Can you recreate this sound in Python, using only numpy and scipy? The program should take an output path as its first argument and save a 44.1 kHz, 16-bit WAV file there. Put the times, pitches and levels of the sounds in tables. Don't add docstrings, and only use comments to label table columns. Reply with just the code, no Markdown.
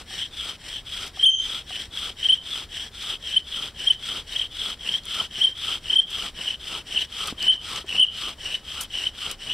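import sys
import numpy as np
from scipy import signal
from scipy.fft import rfft, irfft, next_fast_len
from scipy.io import wavfile
from scipy.ndimage import uniform_filter1d

SR = 44100
rng = np.random.default_rng(int(sys.argv[2]) if len(sys.argv) > 2 else 0)


def dump_mix(stems):
    frames = np.atleast_2d(stems).T
    limited = np.clip(frames, -1, 1)
    pcm = np.round(limited * 32767).astype(np.int16)
    wavfile.write(sys.argv[1], SR, pcm)


def invert_db(x):
    u = np.asarray(x, float) / 20
    return 10 ** u


N = 420273


def rms_one(x):
    return x / np.sqrt(np.mean(x ** 2) + 1e-20)


def band_one(x, low_hz, high_hz):
    band = signal.butter(4, [low_hz, high_hz], "band", fs=SR, output="sos")
    return x / np.sqrt(np.mean(signal.sosfilt(band, x) ** 2))


def colour(x, points):
    size = next_fast_len(N + 4096)
    hz = np.arange(size // 2 + 1) * SR / size + 1
    points_hz, points_db = np.transpose(points)
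    db = np.interp(np.log(hz), np.log(points_hz), points_db)
    return irfft(rfft(x, size) * invert_db(db), size)[..., :N]


def closed(points):
    (first_hz, first_db), (last_hz, last_db) = points[0], points[-1]
    return [(first_hz / 2, first_db - 30)] + list(points) + [(last_hz, last_db - 30)]


def drift(rate_hz):
    r = np.exp(-2 * np.pi * rate_hz / SR)
    settle = 20000
    noise = rng.standard_normal(N + settle)
    return rms_one(signal.lfilter([1], [1, -2 * r, r * r], noise)[settle:])


def grit(per_s, spread_db, lumpy_db):
    sizes = invert_db(spread_db * np.minimum(rng.exponential(1, N), 5))
    signs = rng.choice([-1, 1], N)
    torn = rng.random(N) < per_s / SR
    return rms_one(sizes * signs * torn * invert_db(lumpy_db * drift(45)))


def resonate(x, hz, width_hz):
    turn = np.exp(2j * np.pi * np.cumsum(hz * np.ones(N)) / SR)
    low = signal.lfilter([1], [1, -np.exp(-np.pi * width_hz / SR)], x / turn)
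    return rms_one(np.real(low * turn))


# frequency in Hz, level in dB per Hz.
WOODS_COLOUR = [(15, -14.5), (25, 15), (68, 7), (523, -6), (1200, -12.5), (1850, -12), (2420, -30),
                (3170, -24), (3530, -46), (4260, -29), (5730, -40), (6730, -24), (8350, -22.5),
                (15500, -33.5)]
# frequency in Hz, side over mid in dB.
WOODS_WIDTH = [(30, -32.5), (300, -19.5), (1000, -14), (2400, -19), (4400, -25), (8000, -7.5), (15000, 4)]


def woods():
    mid, side = colour(rng.standard_normal((2, N)), WOODS_COLOUR)
    scale = invert_db(-50 + 0.34 * drift(8)) / np.std(mid)
    hum = invert_db(-52.5) * resonate(rng.standard_normal(N), hz=63.2, width_hz=22)
    return scale * mid + hum, scale * colour(side, WOODS_WIDTH)


def trees(x, t60):
    t = np.arange(SR) / SR
    build_up = np.clip((t - .012) / .045, 0, 1)
    answer = rng.standard_normal((2, SR)) * invert_db(-60 * t / t60) * build_up
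    answer /= np.sqrt(np.sum(answer[0] ** 2))
    mid, side = signal.fftconvolve(x[None], answer, axes=1)[:, :N]
    return mid, colour(side, [(3100, -14.5), (6200, -5)])


# peak in dB, centre in Hz, length in seconds.
CRACK_SOUNDS = [(-39, 9800, .003), (-34, 6000, .004), (-38, 4590, .004), (-37, 4300, 0.0043),
                (-33.5, 9300, .004), (-34, 8300, .004), (-26, 3800, .004), (-26.5, 8500, .004),
                (-41, 4600, .003), (-20, 4900, 0.00067), (-21.5, 3300, .004), (-46, 7300, .002),
                (-21.5, 8900, 0.013), (-29, 9500, .004), (-26, 10000, 0.0046)]
CRACK_STARTS = [1.064, 1.078, 3.676, 5.0355, 5.054, 6.105, 7.258, 7.272, 7.3158, 7.427, 7.7598, 7.8642,
                8.8094, 8.834, 9.3132]


def cracks():
    out = np.zeros((2, N))
    t = np.arange(2000) / SR
    for start, (db, hz, length) in zip(CRACK_STARTS, CRACK_SOUNDS):
        crumble = invert_db(3 * rng.standard_normal(2000))
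        burst = rng.standard_normal((2, 2000)) * crumble * np.exp(-t / max(length, .001))
        band = signal.butter(2, [hz * 0.55, min(hz * 2, 12000)], "band", fs=SR, output="sos")
        burst = signal.sosfilt(band, burst)
        snap = np.exp(-t / .0012) * np.sin(2 * np.pi * hz * t)
        burst += np.abs(burst).max() * snap
        i = round(start * SR)
        out[:, i:i + 2000] += invert_db(db + 3.5) * burst / np.abs(burst[0]).max() * invert_db([[0], [-7]])
    return out


# start in seconds, peak in dB, pitch in Hz, 60 dB decay in seconds.
KNOCK_EVENTS = [
    (.106, -51, 760, 0.082),
    (1.172, -43.5, 754, 0.041),
    (1.705, -42, 740, 0.046),
    (1.936, -50, 206, 0.037),
    (7.3252, -28, 270, 0.019),
    (7.843, -40, 394, 0.033),
]


def knocks():
    out = np.zeros(N)
    t = np.arange(6000) / SR
    push = 1 - np.exp(-t / 0.00088)
    for start, db, hz, t60 in KNOCK_EVENTS:
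        i = round(start * SR)
        for ratio, mode_db in ((1, 9.5), (1.6, 5.5), (2.5, 5)):
            decay = invert_db(db + mode_db - 60 * t * ratio / t60)
            out[i:i + 6000] += decay * push * np.sin(2 * np.pi * ratio * hz * t)
    return out


# time in seconds, pitch in Hz.
CONTACT_PITCH = [(0, 3085), (2.5, 3083), (5, 3027), (7.5, 2955), (9.5, 2947)]


def contact_hz(s):
    return np.interp(s, *np.transpose(CONTACT_PITCH))


# start in seconds, rasp in dB, spindle ring early in dB, ring late in dB.
BOW_PULLS = [(0.045, -47.5, -36, -29.5), (0.579, -49.5, -40, -28.5), (1.122, -48, -33.5, -33),
             (1.64, -48, -31, -36), (2.146, -47, -32, -25.5), (2.674, -48.5, -30.5, -35.5),
             (3.19, -48.5, -32, -28.5), (3.728, -46.5, -29, -27), (4.242, -47.5, -32.5, -25),
             (4.774, -46, -29.5, -28.5), (5.29, -46.5, -30, -35), (5.809, -46.5, -29.5, -31),
             (6.326, -46.5, -33.5, -27.5), (6.839, -46, -30.5, -26.5), (7.351, -45.5, -27.5, -27.5),
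             (7.847, -47, -29, -28.5), (8.358, -47.5, -33.5, -29), (8.883, -46, -29, -30),
             (9.37, -48, -34, -20)]
# start in seconds, rasp in dB, ring early in dB, ring late in dB, board in dB.
BOW_PUSHES = [(-.22, -44, -40, -42, -43), (.294, -46.5, -34, -37.5, -48.5),
              (0.83, -45.5, -33, -41.5, -49.5), (1.36, -46, -31.5, -32, -46),
              (1.892, -45.5, -31.5, -34.5, -46.5), (2.397, -46, -33.5, -32, -46.5),
              (2.91, -46, -35, -30.5, -49.5), (3.429, -46, -32, -31.5, -45.5),
              (3.972, -45, -33.5, -30.5, -42.5), (4.488, -45.5, -30.5, -32.5, -46.5),
              (5.017, -43, -29.5, -31.5, -38.5), (5.536, -44, -30, -30.5, -42),
              (6.051, -44, -29, -35.5, -40), (6.577, -45.5, -33.5, -31.5, -42),
              (7.078, -44, -32, -36.5, -38), (7.584, -44.5, -36, -35, -39), (8.092, -45.5, -35, -32, -39),
              (8.613, -46.5, -35, -35, -41.5), (9.119, -45.5, -33, -36.5, -40.5)]
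# time in seconds, board in dB.
PULL_BOARD = [(0, -56.5), (3, -58), (5.2, -49), (6.7, -49), (7.5, -37.5), (8.1, -45.5), (8.6, -52.5),
              (9.5, -43)]


def strokes():
    early_share, late_share = 0.42, 0.73
    played = []
    for start, db, *ring in BOW_PULLS:
        load_db = np.interp(start, *np.transpose(PULL_BOARD))
        played.append((start, db, -0.5, ring, (load_db, load_db), (0, 105)))
    for start, db, *ring, board in BOW_PUSHES:
        played.append((start, db, 1.5, ring, (board - 19, board), (182, 134)))
    played.sort()
    ends = [row[0] for row in played[1:]] + [9.62]
    rows = []
    for (start, db, rise_db, ring, board, lift), end in zip(played, ends):
        early, late = start + early_share * (end - start), start + late_share * (end - start)
        rows += [(early, db - rise_db / 2, ring[0], board[0], lift[0]),
                 (late, db + rise_db / 2, ring[1], board[1], lift[1]),
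                 (end, -65.5, -70.5, -69, 150)]
    s, *levels, lift_hz = np.transpose(rows[1:])
    return s, *levels, contact_hz(s) + lift_hz


def follow_bow(t, s, db):
    bend, rest_s = 1.1, .012
    rows = np.sort(np.r_[np.arange(len(s)), np.arange(1, len(s), 3)])
    again = (np.diff(rows) == 0).astype(int)
    at = s[rows] + rest_s * (np.r_[0, again] - np.r_[again, 0])
    return 20 / bend * np.log10(np.interp(t, at, invert_db(bend * db[rows])))


# frequency in Hz, level in dB per Hz.
RASP_COLOURS = [
    [(900, -40), (1400, -4), (1750, 6.5), (2500, 2), (3750, 1.5), (4330, 2.5), (5400, 0.5), (6270, -57.5),
     (6900, -11), (8250, -3), (9070, -12), (12000, -19.5), (15500, -62)],
    [(900, -18), (1400, 1.5), (1750, 1), (2500, 4.5), (3750, 7.5), (4390, 2), (5120, 2.5), (5980, -3),
     (6820, -12.5), (8150, -5.5), (8960, -10.5), (12000, -17), (15500, -35)],
]


def broad_rasp(fibres, t, turns, pulled):
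    pull, push = [band_one(colour(fibres, closed(points)), 4394, 5185) for points in RASP_COLOURS]
    high_mode = resonate(resonate(fibres, 5580, 500), 5580, 700)
    upper = pulled * invert_db(-1 + 1.5 * drift(12)) * high_mode
    upper += pulled * invert_db(-3 + 5 * drift(25)) * resonate(fibres, 3730, 150)
    speed = np.abs(np.sin(np.pi * np.interp(t, turns, np.arange(len(turns)), -.5, .5)))
    upper += invert_db(-10) * speed ** 0.7 * resonate(fibres, hz=8150, width_hz=630)
    return np.where(pulled, pull, push) + upper


def spindle_ring(fibres, t, turns, pulled, ring_hz):
    since_turn = t - np.r_[-1, turns][np.searchsorted(turns, t)]
    hz = ring_hz + 60 * drift(27)
    hz += 350 * (1 - pulled) * np.exp(-since_turn / 0.043)
    ring = np.where(pulled, resonate(fibres, hz, 210), resonate(fibres, hz, 300))
    return rms_one(resonate(ring, hz, width_hz=1230) * invert_db(2.2 * drift(39)))


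def board_mode(fibres, t, pulled, board_db):
    lead_s = 0.02
    hz = 1300 + 0.37 * (contact_hz(t) - 3040) + 40 * drift(16)
    board = resonate(resonate(fibres, hz, width_hz=200), hz, width_hz=390) * invert_db(1.9 * drift(30))
    return board * invert_db(np.interp(t + lead_s, t, board_db) - 1 - 31 * pulled)


# frequency in Hz, level in dB per Hz.
RUMBLE_COLOUR = [(120, -1), (220, -1), (400, -0.5), (600, -3), (1000, -2.5), (1600, -7)]


def soil_rumble(rasp_db, board_db):
    coarse = grit(per_s=2400, spread_db=-0.5, lumpy_db=2.5)
    return invert_db(0.61 * rasp_db + 0.41 * board_db + 1) * rms_one(colour(coarse, closed(RUMBLE_COLOUR)))


# frequency in Hz, level in dB per Hz.
SIDE_COLOUR = [(1530, -57), (2600, -64), (2700, -32), (2800, -41), (3130, -16), (4390, 3.5), (5830, 12.5),
               (8150, 0.5), (8850, -1), (12600, -6), (15500, -36)]


def rasp_side(fibres, rasp_db):
    apart = 0.84 * grit(per_s=9000, spread_db=-3, lumpy_db=2)
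    apart += 0.5 * (np.roll(fibres, 1) - np.roll(fibres, -1))
    return invert_db(rasp_db - 4.5) * rms_one(colour(apart, closed(SIDE_COLOUR)))


def friction():
    t = np.arange(N) / SR
    s, *levels, ring_hz = strokes()
    rasp_db, ring_db, board_db = [follow_bow(t, s, db) for db in levels]
    turns = s[1::3]
    pulled = np.searchsorted(turns, t) % 2
    fibres = grit(per_s=9000, spread_db=1.5, lumpy_db=1.5)
    mid = invert_db(rasp_db) * broad_rasp(fibres, t, turns, pulled)
    mid += invert_db(ring_db) * spindle_ring(fibres, t, turns, pulled, np.interp(t, s, ring_hz))
    mid += board_mode(fibres, t, pulled, board_db)
    mid += soil_rumble(rasp_db, board_db)
    return mid, rasp_side(fibres, rasp_db)


# start in seconds, length in seconds, peak in dB, first pitch in Hz,
# overload of the microphone in dB.
HARD_GRABS = [(1.2328, .0175, -7.5, 3197, 3), (1.2522, .003, -14, 3250, -12),
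              (1.2587, .0214, -7, 3088, 16.5), (1.2838, .0202, -9.5, 3080, 11.5),
              (2.2935, .0191, -7.5, 3075, 2.5), (2.326, .018, -8.5, 3078, 3.5),
              (3.3664, .015, -8.5, 3080, -1.5), (3.8736, .0128, -9, 3110, 2),
              (3.9044, 0.012, -7.5, 3068, 1), (5.4142, .0134, -11, 3100, -5),
              (5.431, 0.0092, -17, 3210, -25), (5.4426, .0162, -8.5, 3107, 4.5),
              (5.961, 0.014, -8.5, 3127, 8), (5.988, .017, -7.5, 3110, -13.5),
              (6.976, 0.0043, -10.5, 2780, -12), (7.4818, 0.0085, -8.5, 3054, 10),
              (7.4937, .0217, -9, 3038, 0), (7.997, 0.011, -7.5, 2982, -4),
              (8.0117, 0.00784, -9.5, 3050, 8), (8.0238, .0156, -7.5, 2955, 6.5),
              (8.0436, 0.0075, -13.5, 2895, -2)]
# start in seconds, length in seconds, peak in dB.
LIGHT_CATCHES = [(1.196, .0098, -19.5), (1.211, .005, -20.5), (2.2293, 0.0063, -19), (2.255, .013, -12.5),
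                 (2.3125, 0.0037, -20), (3.338, 0.0092, -17), (3.909, .0039, -18.5), (4.362, 0.0068, -15.5),
                 (4.3954, .0049, -15), (4.8903, 0.0045, -14), (4.94, .0029, -14.5), (4.9474, 0.013, -17.5),
                 (5.201, 0.011, -18.5), (5.469, .018, -16), (5.9, 0.011, -14), (5.9324, .0101, -12.5),
                 (6.476, 0.0099, -18), (6.504, 0.0052, -18), (6.961, 0.017, -18), (6.99, 0.0077, -20),
                 (7.02, 0.0067, -16.5), (7.443, 0.014, -22), (7.468, 0.011, -15.5), (7.5214, 0.019, -17.5),
                 (7.979, 0.0071, -19), (7.984, 0.0061, -13.5), (9.036, 0.0083, -20), (9.056, 0.011, -28.5),
                 (9.0667, 0.011, -16), (9.5201, .014, -21)]


def squeals():
    heard, sent, over = np.zeros(N), np.zeros(N), np.zeros(N)
    wobble, flutter = drift(84), drift(90)
    catches = [(start, length, db, contact_hz(start) + 60.3, -1) for start, length, db in LIGHT_CATCHES]
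    for start, length, db, first_hz, over_db in list(HARD_GRABS) + catches:
        i = np.arange(round((start - length) * SR), min(N, round((start + 2 * length) * SR)))
        u = (i / SR - start) / length
        rise = np.sin(np.pi / 2 * np.clip((u + 0.63) / 0.99, 0, 1)) ** 2.2
        release = np.sin(np.pi / 2 * np.clip((1.2 - u) / 0.8, 0, 1))
        hz = first_hz + 89 * (u - .17) / 0.627 + 40 * wobble[i]
        phase = 2 * np.pi * np.cumsum(hz) / SR
        level = invert_db(db + 0.66 + 0.36 * flutter[i]) * rise * release
        overtones = invert_db(3.88 * over_db - 80) * (np.sin(2 * phase) + 0.099 * np.sin(3 * phase))
        heard[i] += level * (np.sin(phase) + 0.22 * overtones)
        sent[i] += invert_db(1.66 * over_db) * level * (np.sin(phase) + overtones)
        overload = 1.02 * max(over_db, 0) * np.clip(u / 0.19, 0, 1) * (u < 1.2)
        over[i] = np.maximum(over[i], overload)
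    return heard, sent, over


def gain_dip(over_db):
    ramp = 137 * np.arange(N) / SR
    held = np.maximum.accumulate(over_db + ramp) - ramp
    return invert_db(-uniform_filter1d(held, size=301))


# frequency in Hz, left over right in dB.
LEFT_LEAN = [(1500, 0.5), (3100, 1.5), (5000, 4.5), (8000, -3.5), (13000, 1.5)]


def scene():
    air, air_side = woods()
    crack, crack_side = cracks()
    rub, rub_side = friction()
    heard, sent, over = squeals()
    echo, echo_side = trees(sent + 0.79 * rub, t60=0.35)
    gain = gain_dip(over)
    near = gain * rub + heard + crack + knocks()
    left = colour(near, [(hz, db / 2) for hz, db in LEFT_LEAN])
    right = colour(near, [(hz, -db / 2) for hz, db in LEFT_LEAN])
    mid = gain * invert_db(-26) * echo + gain ** 0.58 * air
    side = gain * (invert_db(-27.5) * echo_side + air_side + rub_side) + crack_side
    return np.array([left + mid + side, right + mid - side])


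def low_pass(x):
    return signal.sosfilt(signal.butter(12, 15760, fs=SR, output="sos"), x)


def record(dry):
    clip_level = 0.48
    clipped = clip_level * np.tanh(dry / clip_level)
    top = signal.ellip(8, .5, 50, 15700, fs=SR, output="sos")
    mix = signal.sosfilt(top, clipped)
    return low_pass(mix)


dry = scene()
out = record(dry)
dump_mix(out)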